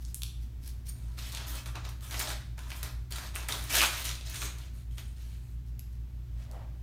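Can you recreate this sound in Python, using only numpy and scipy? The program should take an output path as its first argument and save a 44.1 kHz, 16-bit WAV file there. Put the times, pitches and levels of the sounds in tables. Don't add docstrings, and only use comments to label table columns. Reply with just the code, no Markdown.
import sys
import numpy as np
from scipy import signal
from scipy.fft import rfft, irfft
from scipy.io import wavfile

SR = 44100
rng = np.random.default_rng(int(sys.argv[2]) if len(sys.argv) > 2 else 0)


def log_audio(samples):
    frames = np.atleast_2d(samples).T
    limited = np.clip(frames, -1, 1)
    pcm = np.round(limited * 32767).astype(np.int16)
    wavfile.write(sys.argv[1], SR, pcm)


N = 300850

# f/Hz, rms level/dB
HUM_TONES = [(29.6, -68), (52.95, -48.8), (54.46, -52.6), (56.5, -56), (59.18, -40.6), (118.4, -61),
             (119.94, -50.8), (173.2, -68), (239.9, -74), (359.8, -77)]
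# f/Hz, level/dB
AIR_SPECTRUM = [(20, -8.5), (35, -22), (55, -7.5), (80, -1), (115, 0.5), (145, -9), (170, -12.5),
                (195, -18.5), (220, -16), (280, -20), (450, -32), (1000, -36.5), (3000, -40), (8000, -46.5),
                (10000, -50), (13000, -44.5), (16000, -49)]
# peak t/s, level/dB, hollow f/Hz, scratch re hollow/dB
BRUSH_STROKES = [(6.42, -70.5, 635, 10), (6.545, -54, 604, -18), (6.614, -59, 750, -22),
                 (6.685, -70, 770, -23)]
# peak t/s, level/dB
GLOVE_SLIDES = [(0.02, -59), (0.09, -58), (0.425, -61.5), (0.64, -58), (0.675, -53.5), (0.879, -50),
                (5.675, -69), (5.935, -67.5)]
# f/Hz, level/dB
FILM_SPECTRUM = [(700, -19), (1500, -3), (3000, -3.5), (5600, 3), (7500, -4.5), (9000, -1.5), (13000, -1.5),
                 (16000, -9)]
# harmonic number, relative level/dB
SQUEAK_HARMONICS = [(2, -11), (3, -7), (4, 3.5), (5, -9), (6, -3)]
# t/s, level/dB, contact decay/s, lower f/Hz, upper f/Hz, ring f/Hz, ring re crack/dB, ring Q
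HARD_TICKS = [(0.0509, -23.5, 0.000075, 3680, 8200, 5800, -20, 5),
              (0.1452, -10.5, 0.00011, 4140, 12300, 8900, -11, 4.2),
              (0.6774, -29, .0001, 4380, 14000, 11500, 4, 8),
              (2.831, -22, .0002, 8000, 13800, 12100, -3, 10), (3.523, -9, .0012, 2200, 8500, 3760, -1, 7),
              (5.794, -25, 0.00065, 1700, 13000, 11450, 2, 8.7),
              (6.514, -30, 0.00012, 3560, 13000, 4420, -5, 8)]
# t/s, level/dB, contact cutoff f/Hz, crack re ring/dB
PIECE_IMPACTS = [(0.2199, -17.5, 3000, 0), (0.2336, -12, 9000, -2)]
# f/Hz, level/dB, time constant/s
PIECE_MODES = [(2470, -10.5, .0007), (3500, -0.5, 0.001), (4420, -3.5, 0.00077), (5600, -1.5, .0007),
               (6400, -8, .0007), (9700, -8, .0004), (11600, -2.5, .0004)]
# t/s, level/dB, slip rate/(1/s), flap f/Hz, deep mode re main mode/dB
SEAL_RIP = [(3.785, -42, 1500, 3340, -4), (3.802, -26.5, 1300, 2800, -17), (3.817, -25.5, 1500, 2820, -7),
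            (3.835, -29.5, 1400, 2760, -2), (3.865, -37, 870, 2800, -6), (3.92, -65, 190, 2480, -2)]
# f/Hz, level re excitation/dB
NARROW_PEAKS = [(1049, -16), (1305, -8), (1460, -15), (1700, -5.5), (2418, -6.5), (2600, -10.5),
                (3076, -16), (3418, -29), (3716, -15), (5188, -10)]
# f/Hz, level/dB
SHEET_SPECTRUM = [(130, -33), (230, -3.5), (350, -3.5), (480, -7.5), (640, -2.5), (800, -3.5), (1200, -2),
                  (1600, -2.5), (2000, -2.5), (2700, -2), (4000, -0.5), (5200, -4.5), (6500, -3),
                  (7600, -4.5), (9200, -1.5), (10400, -6), (11500, -3), (14000, -6), (15300, -5.5),
                  (16200, -29)]
# t/s, level/dB, f/Hz, tilt/(dB/octave), first crack re run of creases/dB
FOLD_SNAPS = [(1.187, -16.5, 3860, -2.5, -7), (1.321, -18.5, 4260, 1, 8), (1.326, -18, 4260, 5, 8),
              (1.349, -11, 3540, 3, 4), (1.372, -12.5, 3000, 0, -5), (1.4061, -19, 1800, -3, 2),
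              (1.554, -18, 9000, -2, -14), (1.659, -16, 1430, 2.5, -13), (1.686, -22, 2000, -3, -17),
              (1.7552, -16.5, 2800, 0, 3), (1.8508, -17, 2300, 0, -1), (1.89, -20.5, 1070, 5, -15),
              (2.008, -27, 1200, 4, -8), (2.1099, -14.5, 4460, -1.5, 4), (2.1255, -19, 3000, -1, -4),
              (2.1429, -11, 2400, -3.5, -1), (2.1936, -5, 6500, 8, -12), (2.2011, -9, 1900, 0, 0),
              (2.211, -9, 1400, -1, 0), (2.273, -14, 3500, -3, 9), (2.293, -12.5, 3500, 5, 4),
              (2.3038, -11.5, 1500, 1.5, 2), (2.419, -31, 4000, -4, 7), (2.5795, -21.5, 1500, -0.5, -4),
              (2.5911, -21, 1700, 3, 10), (2.6364, -30, 4000, -2, 7), (2.704, -16.5, 1650, 2, 4),
              (2.718, -13.5, 2240, -2.5, 3), (2.83, -9.5, 11700, -2.5, 1), (3.107, -20.5, 700, 7, -14),
              (3.1228, -11.5, 5100, 1.5, 5), (3.159, -13, 3870, 3, -11), (3.184, -14.5, 1440, 1.5, 2),
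              (3.3422, -33, 3000, 1, 9), (3.3545, -10, 9000, 3.5, -4), (3.3598, -9, 1680, -0.5, 0),
              (3.4278, -23, 5000, -3, 8), (3.486, -8.5, 9000, 6, 3), (3.489, -6.5, 2200, 0.5, 2),
              (3.594, -22, 4000, -7, 1), (3.6252, -20, 6040, 0, 8), (3.64, -17, 10000, 6, 5),
              (3.698, -26, 11000, -7, 12), (3.7515, -0.5, 6500, 5, -13), (3.783, -0.5, 6000, 0, -6),
              (3.8167, -0.5, 2700, 1, 9), (3.8245, -2, 1260, -0.5, 1), (3.83, -4, 8000, 2, -10),
              (3.836, -2, 1680, -1, -8), (4.0434, -12, 10100, 9, -1), (4.0535, -7.5, 6460, 3, 0),
              (4.06, -17, 7000, 1, 3), (4.0923, -13, 6000, -2, 6), (4.1138, -15, 3500, 0, 1),
              (4.153, -18, 4500, 2, 3), (4.2108, -21, 4500, -4.5, 6), (4.2987, -17.5, 2650, 14.5, 11),
              (4.325, -23.5, 3800, -5, 9), (4.344, -17.5, 3800, -5, 0), (4.357, -14.5, 4010, 0.5, -3),
              (4.4179, -9.5, 2600, 0, -3), (4.4252, -14, 1260, -2.5, -8), (4.5852, -25, 4000, 5, 3),
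              (4.9818, -17.5, 2700, 0, 4)]
# t/s, hold/s, mid-band level/dB, paper body re mid/dB, film sizzle re mid/dB
POUCH_FLEXES = [(0.946, 0.3, -66, -4, -1), (1.169, 0.12, -48.5, -10.5, -4.5), (1.321, 0.12, -48, -2, -11),
                (1.46, 0.11, -47.5, -5, -0.5), (1.657, 0.007, -52.5, 4, -2), (1.744, 0.015, -49.5, 4, -20),
                (1.833, 0.032, -51.5, -0.5, -13), (2.016, 0.12, -53.5, -3.5, 3.5),
                (2.107, 0.14, -44.5, -1.5, -4), (2.187, 0.023, -39.5, -23, -2),
                (2.268, 0.035, -41, -4, -10), (2.568, 0.17, -58, 0.5, -3), (2.684, 0.12, -55.5, -3, -4),
                (2.75, 0.012, -57, -15, 6), (2.82, 0.04, -48, -1, -19), (3.102, 0.15, -47, -4.5, -6.5),
                (3.335, 0.085, -48, -1, -7), (3.479, 0.062, -40.5, -1, -4), (3.553, 0.22, -48.5, -6, -2),
                (3.69, 0.045, -35, -8, -3), (3.721, 0.045, -34, -9, 2), (3.737, 0.043, -29, -10.5, -1.5),
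                (3.801, 0.048, -33.5, -13, -2.5), (3.916, 0.093, -41, -7, -3),
                (4.041, 0.047, -39.5, -9, -8), (4.13, 0.14, -58.5, -12, -9), (4.247, 0.11, -48, -11, -7),
                (4.333, 0.11, -48.5, -6.5, 4.5), (4.402, 0.054, -45, -6, -10),
                (4.568, 0.074, -56.5, -6.5, -5.5), (4.73, 0.051, -63.5, -5.5, 0.5),
                (4.9, 0.045, -67.5, -15, 3), (4.968, 0.0088, -51, -5, -2), (5.046, 0.46, -73.5, -19, 3.5),
                (5.155, 0.19, -62.5, -11, -4)]


def undb(db):
    return 10 ** (np.asarray(db) / 20)


def unit(x):
    return x / np.sqrt(np.mean(x ** 2))


def add(out, s, sound):
    i = int(s * SR)
    out[i:i + len(sound)] += sound[:N - i]


def curves(table):
    t = np.arange(N) / SR
    s, db, *others = np.transpose(table)
    return [np.interp(t, s, db, left=-120, right=-120)] + [np.interp(t, s, c) for c in others]


def swell(s, rise_s, fall_s):
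    t = np.arange(N) / SR - s
    return np.exp(-.5 * (t / np.where(t < 0, rise_s, fall_s)) ** 2)


def drift(rate):
    knots = rng.standard_normal(N // 30)
    return unit(np.interp(np.arange(N) / SR * rate, np.arange(len(knots)), knots))


def crackle(rate, spread_db):
    chance = np.clip(rate / SR, 1e-4, 1)
    size = undb(spread_db * np.minimum(rng.exponential(size=N), 4))
    return unit((rng.random(N) < chance) * size * rng.choice([-1, 1], N) / np.sqrt(chance))


def resonance(x, hz, q):
    w = 2 * np.pi * min(hz, .45 * SR) / SR
    a = np.sin(w) / (2 * q)
    return signal.lfilter([a, 0, -a], [1 + a, -2 * np.cos(w), 1 - a], x)


def band(x, low_hz, high_hz, order):
    return signal.sosfilt(signal.butter(order, [low_hz, high_hz], "band", fs=SR, output="sos"), x)


def colour(x, spectrum, size=4096):
    hz, db = np.transpose(spectrum)
    bin_hz = np.arange(size // 2 + 1) * SR / size
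    log_gain = np.log(undb(np.interp(np.log(bin_hz + 1), np.log(hz), db)))
    cepstrum = irfft(log_gain)
    cepstrum[1:size // 2] *= 2
    cepstrum[size // 2 + 1:] = 0
    return signal.fftconvolve(x, irfft(np.exp(rfft(cepstrum))))[:len(x)]


def room(x, wet_db, low_t60_s=0.53, treble_t60_s=0.32):
    t = np.arange(int(.6 * SR)) / SR
    echoes = rng.standard_normal(len(t))
    density = np.clip(t / 0.037, .03, 1)
    echoes *= (rng.random(len(t)) < density) / np.sqrt(density) * (t > .003)
    low = signal.sosfilt(signal.butter(1, 5000, fs=SR, output="sos"), echoes)
    tail = low * undb(-60 * t / low_t60_s) + (echoes - low) * undb(-60 * t / treble_t60_s)
    wet = signal.fftconvolve(x, tail / np.linalg.norm(tail))[:N]
    return (x + undb(wet_db) * wet) / np.sqrt(1 + undb(2 * wet_db))


def motors():
    t, hum = np.arange(N) / SR, np.zeros(N)
    for hz, db in HUM_TONES:
        phase = 2 * np.pi * (hz * t + rng.random()) + 0.3 * drift(1.817)
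        hum += undb(db) * np.sqrt(2) * np.sin(phase)
    return hum


def ventilation(level_db=-48.5):
    air = unit(colour(rng.standard_normal(N), AIR_SPECTRUM, size=16384))
    return undb(level_db + .5 * drift(3.04)) * air


def brush():
    out, slips = np.zeros(N), crackle(1200, spread_db=-0.5)
    scratch = unit(resonance(slips, 1260, q=0.38))
    for s, db, hz, scratch_db in BRUSH_STROKES:
        hollow = unit(resonance(resonance(slips, hz, q=2.1), hz, q=0.18))
        out += undb(db) * swell(s, rise_s=0.037, fall_s=0.038) * (hollow + undb(scratch_db) * scratch)
    return out


def glove_slides():
    pressure = sum(undb(db) * swell(s, rise_s=0.013, fall_s=0.026) for s, db in GLOVE_SLIDES)
    return pressure * unit(colour(crackle(2500, spread_db=3), FILM_SPECTRUM))


def glove_squeak(s=0.894, fundamental_hz=2210, jitter=.03, width_s=0.0053):
    phase = 2 * np.pi * np.cumsum(fundamental_hz * (1 + jitter * drift(900))) / SR
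    grip = undb(-42) * swell(s, width_s, width_s)
    return grip * sum(undb(db) * np.sin(k * phase) for k, db in SQUEAK_HARMONICS)


def ticks():
    cracks, rings, t = np.zeros(N), np.zeros(N), np.arange(int(.05 * SR)) / SR
    for s, db, contact_s, low_hz, high_hz, ring_hz, ring_db, ring_q in HARD_TICKS:
        impulse = 2 * (t == 0)
        grit = rng.standard_normal(len(t)) * np.exp(-t / contact_s)
        crack = band(impulse + grit, low_hz, high_hz, order=2)
        ring = resonance(crack, ring_hz, ring_q)
        add(cracks, s, undb(db) * crack / np.linalg.norm(crack))
        add(rings, s, undb(db + ring_db) * ring / np.linalg.norm(ring))
    return room(cracks, wet_db=-1) + room(rings, wet_db=-6)


def clacks(contact_s=0.00085):
    out, t = np.zeros(N), np.arange(int(.05 * SR)) / SR
    for s, db, cutoff_hz, crack_db in PIECE_IMPACTS:
        grit = rng.standard_normal(len(t)) * np.exp(-t / contact_s)
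        crack = resonance(grit, hz=7500, q=0.51)
        ring = 0
        for k, (hz, mode_db, decay_s) in enumerate(PIECE_MODES):
            amplitude = (-1) ** k * undb(mode_db) / (1 + (hz / cutoff_hz) ** 2) / np.sqrt(decay_s)
            ring += amplitude * np.sin(2 * np.pi * hz * t) * np.exp(-t / decay_s)
        clack = ring / np.linalg.norm(ring) + undb(crack_db) * crack / np.linalg.norm(crack)
        add(out, s, undb(db) * clack)
    return out


def narrow_resonances(x, q=67):
    return undb(-0.44) * (x + sum(undb(db) * resonance(x, hz, q) for hz, db in NARROW_PEAKS))


def flap_mode(slips, hz, width_hz):
    carrier = np.exp(2j * np.pi * np.cumsum(hz) / SR)
    ring = signal.lfilter([1], [1, -np.exp(-np.pi * width_hz / SR)], slips / carrier)
    ring = signal.lfilter([1], [1, -np.exp(-2 * np.pi * width_hz / SR)], ring)
    return unit(np.real(ring * carrier))


def seal_rip(deep_ratio=.47):
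    db, slips_per_s, hz, deep_db = curves(SEAL_RIP)
    slips = crackle(slips_per_s, spread_db=-16.0)
    main = flap_mode(slips, hz, width_hz=950)
    deep = flap_mode(slips, deep_ratio * hz, width_hz=460)
    return undb(db) * (main + undb(deep_db) * deep)


def fold_snaps(crack_decay_s=0.001, run_t60_s=0.053):
    out, t = np.zeros(N), np.arange(int(.12 * SR)) / SR
    creases = crackle(7000, spread_db=1.5)
    for s, db, hz, tilt_db, crack_db in FOLD_SNAPS:
        run = unit(creases[int(s * SR):][:len(t)] * undb(-60 * t / run_t60_s))
        crack = unit(rng.standard_normal(len(t)) * np.exp(-t / crack_decay_s))
        spectrum = [(f, level + tilt_db * np.log2(f / hz)) for f, level in SHEET_SPECTRUM]
        sheet = colour(run + undb(crack_db) * crack, spectrum)
        ring = undb(-0.5) * resonance(sheet, hz, q=6)
        snap = resonance(sheet, hz, q=0.63) + ring + 0.24 * sheet
        add(out, s, undb(db) * snap / np.linalg.norm(snap))
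    return out


def flex_levels(attack_s=0.013, release_s=0.033):
    t, power = np.arange(N) / SR, np.full((3, N), 1e-12)
    for s, hold_s, db, body_db, sizzle_db in POUCH_FLEXES:
        build = np.clip((t - s) / attack_s, 0, 1)
        relax = np.exp(-np.clip((t - s - attack_s - hold_s) / release_s, 0, 20))
        power += np.outer(undb([db, db + body_db, db + sizzle_db]), build * relax) ** 2
    return 10 * np.log10(power)


def crinkle(facet_count=40, moderate_flex_db=-50):
    mid_db, body_db, sizzle_db = flex_levels()
    creases_per_s = 230 + 140 * undb(.5 * (mid_db - moderate_flex_db))
    cracks = crackle(1.8 * creases_per_s, spread_db=1.5)
    facets = np.zeros(N)
    for hz in np.geomspace(260, 15000, facet_count):
        tautness = undb(3.8 * drift(22))
        facets += tautness * resonance(crackle(creases_per_s, spread_db=2.0), hz, q=10.8)
    sheet = colour(unit(facets) + undb(-4.5) * cracks, SHEET_SPECTRUM)
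    body = unit(band(sheet, 200, 1600, order=3))
    mid = unit(band(sheet, 1600, 6800, order=3))
    sizzle = unit(band(sheet, 6800, 17000, order=3))
    return undb(body_db) * body + undb(mid_db) * mid + undb(sizzle_db) * sizzle


def scene():
    pouch = narrow_resonances(crinkle() + seal_rip())
    rustle = room(pouch + glove_slides() + glove_squeak() + brush(), wet_db=-5.5)
    snaps = room(narrow_resonances(fold_snaps()), wet_db=-2)
    impacts = ticks() + room(clacks(), wet_db=-4.5)
    return (rustle + snaps + impacts + motors() + ventilation())[None]


def record(dry):
    return signal.sosfilt(signal.ellip(10, .2, 80, 16400, fs=SR, output="sos"), dry)


dry = scene()
out = record(dry)
log_audio(out)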